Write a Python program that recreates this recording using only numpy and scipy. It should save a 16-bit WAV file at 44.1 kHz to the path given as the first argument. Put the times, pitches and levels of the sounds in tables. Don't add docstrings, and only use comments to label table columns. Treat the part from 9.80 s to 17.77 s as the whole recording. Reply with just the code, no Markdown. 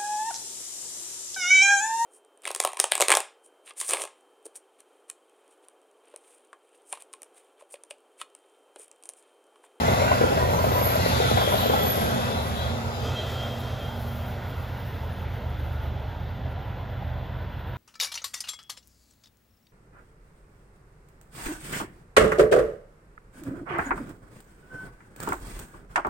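import sys
import numpy as np
from scipy import signal
from scipy.fft import rfft, irfft
from scipy.io import wavfile
from scipy.ndimage import uniform_filter1d

SR = 44100
rng = np.random.default_rng(int(sys.argv[2]) if len(sys.argv) > 2 else 0)


def store_pcm(level_fs):
    pcm = np.round(np.clip(level_fs, -1, 1) * 32767).astype(np.int16)
    wavfile.write(sys.argv[1], SR, np.atleast_2d(pcm).T)


def volts_from_db(level):
    exponent = np.asarray(level, float) / 20
    return 10 ** exponent


N = 351477

SPEED_M_S, SIDE_M, TAIL_S = 25.7, 14.1, 2.07
ZOOM_S = 3.235
# middle in seconds, length in seconds, extra hiss in
# dB, extra air noise in dB.
NOISE_SWELLS = [(0.052, 0.75, 1.5, 3), (0.747, 0.69, -2, 0.5), (1.11, 0.38, 0.4, -0.5), (1.387, 0.6, 3, 4),
                (1.718, 0.057, -0.5, 4), (2.205, 0.16, 0.5, 3), (2.686, 0.28, -0.5, 4.5), (3.405, 1.3, 2, 1),
                (4.2, 0.74, -1.8, 1), (4.5, 2.8, 3, 11.5), (4.018, 0.3, 0, -3), (4.63, 0.22, 0, -4),
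                (5.944, .3, 1, 4)]


def at_frequencies(points, hz):
    f, *columns = np.transpose(points)
    return [np.interp(np.log(hz + 1), np.log(f + 1), c) for c in columns]


def at_times(rows, t):
    s, *columns = np.transpose(rows)
    return [np.interp(t, s, c) for c in columns]


def evened(x):
    return x / np.sqrt(np.mean(x ** 2) + 1e-20)


def resonate(x, hz, width):
    turn = np.exp(2j * np.pi * np.cumsum(hz * np.ones(len(x))) / SR)
    r = np.exp(-np.pi * width / SR)
    return 2 * (turn * signal.lfilter([1 - r], [1, -r], x / turn)).real


def add(mix, s, sound):
    part = mix[round(s * SR):][:len(sound)]
    part += sound[:len(part)]


def bump(t, s, length):
    return np.exp(-4 * ((t - s) / length) ** 2)


def swells(rows, t):
    return sum(db * bump(t, s, length) for s, length, db in rows)


def bursts(rows, t):
    return 20 * np.log10(sum(volts_from_db(db) * bump(t, s, length) for s, length, db in rows) + 1e-6)


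def sing(t, hz, level_db, width, fuzz):
    fuzzy = evened(resonate(resonate(rng.standard_normal(len(t)), hz, width), hz, width))
    steady = np.sqrt(2) * np.sin(2 * np.pi * np.cumsum(hz) / SR)
    share = np.clip(fuzz, 0, 1)
    tone = share * fuzzy + (1 - share) * steady
    return t[0], volts_from_db(level_db) * tone * signal.windows.tukey(len(t), .08)


def receding(t, near_db, spreading_share, town_db, fade_db_per_s):
    behind_m = SPEED_M_S * np.maximum(t - TAIL_S, 0)
    loss_db = 10 * np.log10(1 + (behind_m / SIDE_M) ** 2)
    engine_fade_db = fade_db_per_s * np.minimum(t, TAIL_S)
    zoom_gain_db = 0.5 * (t > ZOOM_S)
    train_db = near_db - spreading_share * loss_db - engine_fade_db + zoom_gain_db
    return 10 * np.log10(volts_from_db(train_db) ** 2 + volts_from_db(town_db) ** 2)


def hiss_level(t):
    base_db = receding(t, near_db=-33.5, spreading_share=1.58, town_db=-53.5, fade_db_per_s=0.72)
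    return base_db + swells([(s, length, db) for s, length, db, _ in NOISE_SWELLS], t)


def truck():
    firing_hz, strong_firing_s = 24.25, 5.915
    # late firing as a share of the gap, level in dB.
    cylinders = [
        (0.029, 2.5),
        (0.05, -9),
        (-0.06, 0.5),
    ]
    # frequency in Hz, width in Hz, level in dB.
    exhaust = [(51.6, 3.9, 2), (76.9, 9.5, 9.5), (91, 38, -10.5), (122.6, 13.2, -1)]
    # multiple of the firing rate, level in dB.
    orders = [(2, -10), (3, -2), (10 / 3, -11), (11 / 3, -7), (4, -3), (5, -2), (16 / 3, -12)]
    # middle in seconds, length in seconds, extra level in dB.
    surges = [(0.158, 0.21, 4.5), (0.998, 0.98, 3.5), (1.545, 0.057, 8.5), (3.3, 0.2, 2.5), (5.9, 1, 0),
              (7.196, 0.14, 2.5)]
    # middle in seconds, length in seconds, level in dB.
    boom = [
        (2.1, .6, -50),
        (3.8, 0.52, -46),
        (6.0, 0.84, -33),
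    ]
    # middle in seconds, length in seconds, level in dB.
    drum = [
        (4.4, 2.2, -46),
        (6.0, 1.5, -40.5),
        (7.5, 1.4, -41),
    ]

    firing = np.arange(-round(strong_firing_s * firing_hz), round(N / SR * firing_hz))
    late, db = np.transpose(cylinders)[:, firing % len(cylinders)]
    chance = rng.standard_normal((len(firing), 2))
    fire_s = strong_firing_s + (firing + late + 0.024 * chance[:, 0]) / firing_hz
    pushes = np.zeros(3 * N)
    pushes[(fire_s * SR).astype(int)] = volts_from_db(db + 0.6 * chance[:, 1])
    pushes = pushes[:N]
    pipe = sum(volts_from_db(db) * resonate(resonate(pushes, hz, width), hz, width * 0.88)
               for hz, width, db in exhaust)

    t = np.arange(N) / SR
    turns = (t - strong_firing_s) * firing_hz
    drone = sum(volts_from_db(db) * np.sin(2 * np.pi * k * turns) for k, db in orders)
    idle_db = -29 - 0.5 * t + swells(surges, t)
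    panels = sum(volts_from_db(bursts(rows, t)) * np.sqrt(2) * np.sin(2 * np.pi * k * turns)
                 for rows, k in [(boom, 3), (drum, 2)])
    return panels + volts_from_db(idle_db - 2.0) * (0.91 * evened(pipe) + 0.84 * drone)


def grit():
    # start in seconds, peak level in dB.
    ticks = [(1.7683, -37.5), (2.0654, -42), (3.2594, -47), (3.5694, -52), (3.6996, -44), (3.7729, -37),
             (3.85, -45), (4.1844, -36.5), (4.4494, -46), (4.7494, -52), (4.8494, -48), (5.04, -44),
             (5.31, -51), (5.67, -52), (5.77, -44), (6.6872, -50), (4.392, -55), (4.969, -51), (5.52, -54),
             (5.906, -52), (6.236, -55), (7.848, -62)]
    out, t = np.zeros(N), np.arange(2600) / SR
    for s, db in ticks:
        noise = rng.standard_normal(len(t)) * np.sin(np.pi * t / t[-1])
        puff = resonate(resonate(noise, 12500, 4000), 12500, 4000)
        add(out, s, volts_from_db(db - 6.5) * puff / abs(puff).max())
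    return out


def flange():
    # start in seconds, length in seconds, level in dB, first pitch in Hz, last pitch in Hz.
    strokes = [
        (1.15, 0.92, -36, 4800, 3070),
        (1.719, 0.23, -42.5, 4000, 3870),
        (1.748, 1, -42.5, 3300, 3500),
        (2.49, 0.16, -53, 3950, 3870),
        (2.717, 0.3, -47.5, 3920, 3730),
        (3.097, 0.65, -45.5, 3550, 3320),
        (3.6, 0.67, -53, 3900, 3400),
    ]
    scrape = np.zeros(N)
    for s, length, db, from_hz, to_hz in strokes:
        t = np.arange(s, s + length, 1 / SR)
        glide = np.exp(-(t - s) / (0.29 * length))
        level_db = bursts([(s + length / 2, length, db)], t)
        add(scrape, *sing(t, to_hz + (from_hz - to_hz) * glide, level_db, width=850, fuzz=1))
    part = scrape[:5 * SR]
    modes_hz = np.linspace(3050, 4600, 13) + 40 * rng.standard_normal(13)
    add(scrape, 0, 0.42 * sum(resonate(part, hz, 24) for hz in modes_hz))
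    return scrape


def wheel_modes():
    # frequency in Hz, width in Hz, level in dB over the hiss.
    modes = [(1390, 50, -12), (1980, 45, -13), (2640, 90, -15), (3430, 50, -16), (3980, 26, -22)]
    out, hiss_db = np.zeros(N), hiss_level(np.arange(N) / SR)
    for hz, width, db in modes:
        flicker = np.interp(np.linspace(0, 99, N), np.arange(100), rng.standard_normal(100))
        out += volts_from_db(hiss_db + db + 2.0 * flicker) * evened(resonate(rng.standard_normal(N), hz, width))
    return out


def single_rings():
    # middle in seconds, length in seconds, frequency in Hz, level in dB.
    rings = [(.12, .1, 2084, -32), (.19, .09, 2700, -44), (.22, .09, 2010, -39), (.28, .09, 1495, -29),
             (.31, 0.11, 2720, -34), (.33, .1, 1970, -33.5), (.45, 0.1, 1420, -26), (.51, .13, 2670, -43),
             (.54, .12, 4940, -45), (.55, .08, 3600, -45), (.62, .06, 990, -22.5), (.63, .15, 1870, -33),
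             (.79, .1, 1016, -31), (.8, .11, 2030, -41), (.93, .17, 3800, -54), (.93, .19, 1280, -32),
             (1.087, .11, 1990, -38), (1.06, .08, 990, -44), (1.17, .09, 1425, -41), (1.24, .11, 2780, -37),
             (1.24, .11, 1953, -32.5), (1.28, .08, 4530, -42), (1.34, .08, 3560, -34),
             (1.37, .08, 4630, -43), (1.41, .09, 1415, -31), (1.46, .2, 1430, -36), (1.48, .17, 2700, -46),
             (1.45, .08, 4340, -48), (1.51, .09, 4040, -37), (1.56, .11, 1930, -41), (1.56, .14, 3390, -41),
             (1.68, .09, 3400, -34), (1.74, .09, 4930, -45), (1.81, .08, 3820, -42), (1.8, .08, 4030, -48),
             (1.97, .13, 1330, -29), (2.01, .08, 3360, -31), (2.15, .2, 3420, -50),
             (2.22, 0.11, 1565, -34.5), (2.33, .12, 1534, -39), (2.576, .11, 4000, -55),
             (2.8, .12, 3870, -51), (2.82, .12, 3210, -39), (2.8, .12, 3350, -50), (2.86, .12, 4110, -50),
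             (.5, .08, 987, -29), (3.143, .08, 3950, -50),
             (.09, 0.087, 6500, -43), (.23, 0.059, 2150, -32.5), (.24, 0.069, 2450, -39),
               (.3, .1, 3700, -48), (.4, 0.095, 4550, -54), (.45, .2, 3550, -53), (.72, 0.049, 960, -36),
               (.77, .05, 6150, -40), (.8, 0.066, 1000, -25.5), (.88, 0.05, 1010, -32),
               (.97, 0.11, 990, -28.5), (.93, .15, 3800, -46), (1.02, 0.16, 2010, -39),
               (1.27, 0.11, 4220, -39), (1.29, .1, 4470, -43), (1.38, .07, 4640, -41),
               (1.4, .07, 3740, -45), (1.45, 0.075, 4330, -45), (1.5, 0.14, 4050, -47),
               (1.52, .1, 3500, -36), (1.68, .05, 3320, -33), (1.8, .1, 4050, -36),
               (1.82, 0.052, 3850, -44), (1.85, 0.13, 4170, -48), (1.93, .06, 3480, -36),
               (1.95, 0.088, 4000, -41), (2.14, 0.11, 3440, -41), (2.38, .14, 3500, -54),
               (2.5, 0.19, 178, -40), (2.52, 0.11, 5020, -48), (2.53, 0.057, 3520, -37),
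               (2.55, .08, 3800, -49), (2.575, .09, 3960, -39), (2.79, 0.074, 3830, -38),
               (2.8, 0.16, 3420, -38), (2.81, .1, 3950, -43), (2.58, .1, 3850, -43),
               (3.35, 0.083, 2620, -48), (3.4, 0.2, 3990, -45), (4.3, .25, 11500, -61),
               (4.78, .05, 11300, -60), (5.35, 0.11, 11000, -65)]
    out = np.zeros(N)
    for s, length, hz, db in rings:
        t = np.arange(max(s - length, 0), s + length, 1 / SR)
        level_db = bursts([(s, length, db - 2)], t)
        add(out, *sing(t, hz + 0 * t, level_db, width=min(100, hz / 12), fuzz=.62))
    return out


def singing_modes():
    # middle in seconds, length in seconds, level in dB.
    drag = [
        (1.7, 0.55, -43.5),
    ]
    rail_hum = [(2.15, .1, -38), (2.43, .32, -33.5), (2.7, .1, -36.5), (2.98, .28, -39), (3.17, .2, -45),
                (3.42, .25, -46), (3.7, .22, -43), (3.92, .28, -44.5), (4.15, .22, -42), (4.38, .28, -41),
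                (4.6, .2, -49), (5.4, .45, -48)]
    wheel_song = [(2.12, .25, -44), (3.285, .075, -44), (3.365, .05, -40), (3.398, .04, -35),
                  (3.46, .05, -39.5), (3.55, .08, -45), (3.635, .11, -37), (3.74, .065, -42),
                  (3.81, .05, -50), (3.87, .09, -47), (3.94, .06, -51), (4.01, .05, -48), (4.07, .08, -43),
                  (4.15, .09, -48), (4.31, .08, -51), (4.45, .08, -50.5)]
    wheel_top = [
        (3.15, .18, -52),
        (3.275, .07, -50),
        (3.62, .35, -62),
        (4.15, .2, -65),
        (2.52, .08, -53),
    ]
    wheel_low = [
        (2.45, 0.31, -45),
        (3.3, 0.17, -49),
        (3.45, 0.29, -49.5),
    ]
    out = np.zeros(N)
    # table, pitch in Hz, rise in Hz per s, width in Hz, noise share
    for rows, hz, rise, width, fuzz in [(drag, 11740, 0, 120, .9), (rail_hum, 232, 2.81, 8, .1),
                                        (wheel_song, 3202, 7.5, 80, .24), (wheel_top, 4925, 0, 25, .15),
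                                        (wheel_low, 2600, 0, 60, .8)]:
        start = min(s - length for s, length, _ in rows)
        end = max(s + length for s, length, _ in rows)
        t = np.arange(start, min(end, N / SR), 1 / SR)
        pitch = hz + rise * abs(t - 3.25)
        add(out, *sing(t, pitch, bursts(rows, t), width, fuzz))
    return out


def brake_whistles():
    # passing time in seconds, pitch in Hz, brief peak level at passing in dB, level on approach in
    # dB.
    whistles = [
        (1.059, 11730, -28.5, -42),
        (2.1, 11800, -28.5, -35),
    ]
    out = np.zeros(N)
    for s, hz, abreast_db, lead_db in whistles:
        t = np.arange(s - .52, s + .4, 1 / SR)
        ahead_m = SPEED_M_S * (t - s)
        pitch = hz * (1 - SPEED_M_S / 343 * ahead_m / np.hypot(ahead_m, SIDE_M))
        abreast = volts_from_db(abreast_db) ** 2 / (1 + ((t - s) / 0.045) ** 2) ** 1.23
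        approach = (volts_from_db(lead_db) * bump(t, s - 0.27, 0.41)) ** 2
        add(out, *sing(t, pitch, 10 * np.log10(abreast + approach), width=210, fuzz=0.48))
    return out


def clatter():
    # start in seconds, peak level in dB, ring in Hz.
    flat_wheel = [(0.063, -22, 620), (0.082, -12, 610), (0.115, -14, 426), (0.178, -19, 674),
                  (0.2, -13, 522), (0.217, -8.5, 570), (0.232, -15, 685), (0.314, -6.5, 647),
                  (0.412, -7, 440), (0.438, -8.5, 430), (0.518, -11, 444), (0.573, -11, 590),
                  (0.625, -9.5, 600), (0.688, -13, 510), (0.734, -14, 710), (0.785, -22, 570),
                  (0.841, -10, 614), (0.866, -16, 470), (0.916, -13.5, 452), (0.955, -16.5, 580),
                  (0.99, -27, 646), (1.013, -14, 570), (1.062, -10.5, 607), (1.102, -17, 650),
                  (1.155, -12.5, 604), (1.196, -15.5, 570), (1.235, -24, 535), (1.26, -10, 513),
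                  (1.32, -16.5, 520), (1.361, -16, 493), (1.4, -11.5, 460), (1.415, -16, 604),
                  (1.453, -16, 534), (1.513, -9.5, 436), (1.572, -9.5, 560), (1.615, -13.5, 774),
                  (1.674, -12, 550), (1.72, -15, 850), (1.737, -9, 600), (1.83, -14, 684),
                  (1.858, -12.5, 490), (1.897, -7.5, 520), (1.935, -11, 670), (1.99, -17, 600),
                  (2.045, -15, 720), (2.067, -14.5, 640), (2.106, -24, 436), (2.154, -17, 690),
                  (2.174, -15, 582), (2.237, -40, 673), (2.267, -29, 615), (2.371, -26, 560)]
    # start in seconds, peak level in dB, ring in Hz.
    joints = [
        (6.657, -31, 640),
        (6.85, -35, 800),
        (7.01, -35, 720),
        (7.222, -29, 750),
        (7.29, -34, 760),
        (7.38, -35, 740),
    ]
    # frequency in Hz, width in Hz, level in dB.
    tread = [(960, 150, -13), (1316, 160, -15), (2004, 180, -23)]
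    echo_s, echo_db = .024, -13
    high_pass = signal.butter(2, 300, "high", fs=SR, output="sos")
    out, t = np.zeros(N), np.arange(2600) / SR
    for s, db, hz in flat_wheel + joints:
        noise = rng.standard_normal(len(t))
        knock = np.exp(-t / 0.00037) + 0.23 * noise * volts_from_db(-60 * t / 0.07)
        knock = knock * np.minimum(t / 0.0008, 1)
        blow = resonate(resonate(knock, hz, 210), hz * 1.1, 460)
        blow += sum(volts_from_db(ring_db) * resonate(resonate(knock, f, width), f, 400) for f, width, ring_db in tread)
        blow = signal.sosfilt(high_pass, blow)
        blow = volts_from_db(db - 1.1) * blow / abs(blow).max()
        add(out, s, blow)
        add(out, s + echo_s, volts_from_db(echo_db) * blow)
    return out


def rolling():
    # frequency in Hz, density in dB per Hz.
    roar_near = [(22, -72), (35, -25), (60, -8), (110, -8.5), (200, -4.5), (250, -4), (310, -16), (400, -5),
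                 (600, -3.5), (850, -7), (1000, -9), (1150, -25.5), (1500, -35.5), (2500, -62)]
    roar_far = [(22, -41), (38, -21), (50, -14), (100, -5.5), (160, -8), (235, -17), (300, -13.5),
                (400, -21), (750, -17.5), (1150, -18), (1500, -6), (2500, -80)]
    hiss_near = [(900, -0.5), (1150, 0.5), (1400, 2), (1700, -6), (2000, -6.5), (2400, -6.5), (3500, -9),
                 (5000, -8.5), (8000, -11), (10000, -60)]
    hiss_far = [(900, -30.5), (1150, -6.5), (1400, -3), (1700, 0.5), (2000, -0.5), (2400, -8), (3400, -3.5),
                (4600, -18.5), (7000, -32), (9000, -48)]
    air_near = [(7000, -13), (9000, -4), (11000, -3), (12000, -2.5), (13000, -7.5), (14000, -8),
                (15000, -8.5), (15750, -23), (15950, -59)]
    air_far = [(7000, -31), (9000, -29), (11000, -12.5), (12000, -13.5), (13000, 3), (14000, 7.5),
               (15000, 4), (15750, -10), (15950, -58)]
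    # time in seconds, share from 0 near to 1 far.
    distance = [(0, 0.19), (1, 0.17), (2.2, 0.12), (2.8, 0.24), (3.3, 0.108), (4.2, 0.39), (5, 0.66),
                (6, 0.73), (7.97, 1)]
    # middle in seconds, length in seconds, extra
    # level in dB.
    top_swells = [
        (1.02, .35, 8),
        (1.5, .3, -3),
        (1.85, .5, -6),
        (2.5, .7, -5),
        (3.45, .9, 7),
        (4.35, .6, 4),
    ]

    frames, hz = N // 256 + 5, np.fft.rfftfreq(1024, 1 / SR)
    t = np.arange(frames) * 256 / SR
    far = np.clip(at_times(distance, t)[0], 0, 1)
    roar_db = receding(t, near_db=-27, spreading_share=1.37, town_db=-42.5, fade_db_per_s=1.47)
    air_db = receding(t, near_db=-54, spreading_share=2.5, town_db=-78, fade_db_per_s=-1.2)
    air_db = air_db + swells([(s, length, db) for s, length, _, db in NOISE_SWELLS], t)

    gusts = evened(uniform_filter1d(rng.standard_normal(frames), size=8))
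    a, b, patches = rng.standard_normal((frames, 513, 3)).T
    patches = uniform_filter1d(uniform_filter1d(patches, size=10, axis=0), size=12, axis=1)
    patches = evened(patches)
    layers = [(roar_near, roar_far, roar_db + 1.83, .3),
              (hiss_near, hiss_far, hiss_level(t) + 3.0, .3),
              (air_near, air_far, air_db + 5.5 + 6 * far, 0.83 + 1.1 * far)]
    power = np.zeros((513, frames))
    for near, distant, level_db, gust_db in layers:
        near_db = at_frequencies(near, hz)[0][:, None]
        distant_db = at_frequencies(distant, hz)[0][:, None]
        shape = volts_from_db(near_db * (1.5 - far) + distant_db * far) ** 2
        power += shape / shape.sum(0) * volts_from_db(level_db + gust_db * gusts) ** 2
    power *= volts_from_db((hz[:, None] > 13400) * swells(top_swells, t)) ** 2
    z = (a + 1j * b) * np.sqrt(power) * volts_from_db(1.06 * patches + 2.5)
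    return signal.istft(z, nperseg=1024, noverlap=768)[1][:N]


def ports(x):
    # frequency in Hz, likeness from 0 to 1,
    # lag of the right port in turns, left minus right in dB.
    wide = [(60, .98, 0, -3), (150, .9, 0, -3), (215, .8, .08, -4.5), (300, .75, .22, -2),
            (390, .86, .3, 1), (470, .88, .31, 2.5), (800, .8, .34, 3.5), (1000, .8, .35, 1.5),
            (1400, .78, .55, -3), (2200, .55, 1, -1), (3300, .42, 1.6, 6), (4100, .25, 2, 5),
            (6000, .3, 2.5, 4), (7000, .45, 3, 4), (8200, .82, 3.5, 2), (8750, .8, 3, 1),
            (9300, .95, 2.5, 0), (11050, .97, 2, 0), (13100, .97, 1.5, 0), (15300, .97, 1, 0)]
    zoomed = [(60, .995, 0, -1.5), (300, .98, 0, -1.5), (600, .92, .03, -2), (1550, .75, .07, -.5),
              (2100, .95, .02, 0), (3300, .96, .04, 0), (3700, .995, 0, 0), (7200, .995, 0, 0),
              (8200, .7, -.35, 0), (9200, .95, -.5, 0), (11100, .94, -1, 0), (12850, .94, -1.3, 0),
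              (13300, .93, -1.5, 0), (13750, .94, -1.7, 0), (15500, .94, -2, 0)]
    # time in seconds, share of the low-band lag left.
    bearing = [(0, 1), (2.2, 1), (2.6, .8), (3, .55), (3.23, .5), (3.24, 1), (7.97, 1)]

    scatter = rng.standard_normal(5000) * volts_from_db(-60 * np.arange(5000) / SR / 0.34)
    scatter = irfft(np.exp(1j * np.angle(rfft(scatter))))
    scattered = signal.oaconvolve(x, scatter / np.linalg.norm(scatter))[:N]
    hz, t, z = signal.stft([x, scattered], SR, nperseg=512)
    before = np.array(at_frequencies(wide, hz))[:, :, None]
    after = np.array(at_frequencies(zoomed, hz))[:, :, None]
    same, lag, left_db = np.where(t < ZOOM_S, before, after)
    lag = lag * np.where(hz[:, None] < 1300, at_times(bearing, t)[0], 1)
    drift = np.exp(1j * np.cumsum(.3 * rng.standard_normal(len(t))))
    right = same * z[0] * np.exp(-2j * np.pi * lag) + np.sqrt(1 - same ** 2) * z[1] * drift
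    pair = [z[0] * volts_from_db(left_db / 2), right * volts_from_db(-left_db / 2)]
    return signal.istft(pair, SR, nperseg=512)[1][:, :N]


def scene():
    wheels = brake_whistles() + singing_modes() + single_rings() + wheel_modes()
    return ports(rolling() + wheels + flange() + clatter() + grit() + truck())


def top_cut(x):
    return signal.sosfilt(signal.butter(12, 15850, fs=SR, output="sos"), x)


def record(dry):
    dry = signal.sosfilt(signal.butter(3, 36, "high", fs=SR, output="sos"), dry)
    hz, t, z = signal.stft([dry[0] + dry[1], dry[0] - dry[1]], SR, nperseg=2048)
    band = np.arange(len(hz)) // 12
    starts = np.flatnonzero(np.diff(band, prepend=-1))
    band_db = 10 * np.log10(np.add.reduceat(abs(z) ** 2, starts, axis=1) + 1e-20)[:, band]
    treble_db = band_db[:, hz > 9000].max(axis=(0, 1))
    beside_other = band_db > band_db[::-1] - np.where(hz < 3600, 14.5, 8)[:, None]
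    beside_treble = (band_db > treble_db - 23) | (hz[:, None] < 13400)
    keep = beside_other & (band_db > -98) & beside_treble
    keep = keep | (hz[:, None] < 2200)
    total, difference = signal.istft(z * keep, SR, nperseg=2048)[1][:, :N] / 2
    return top_cut(np.array([total + difference, total - difference]))


dry = scene()
out = record(dry)
store_pcm(out)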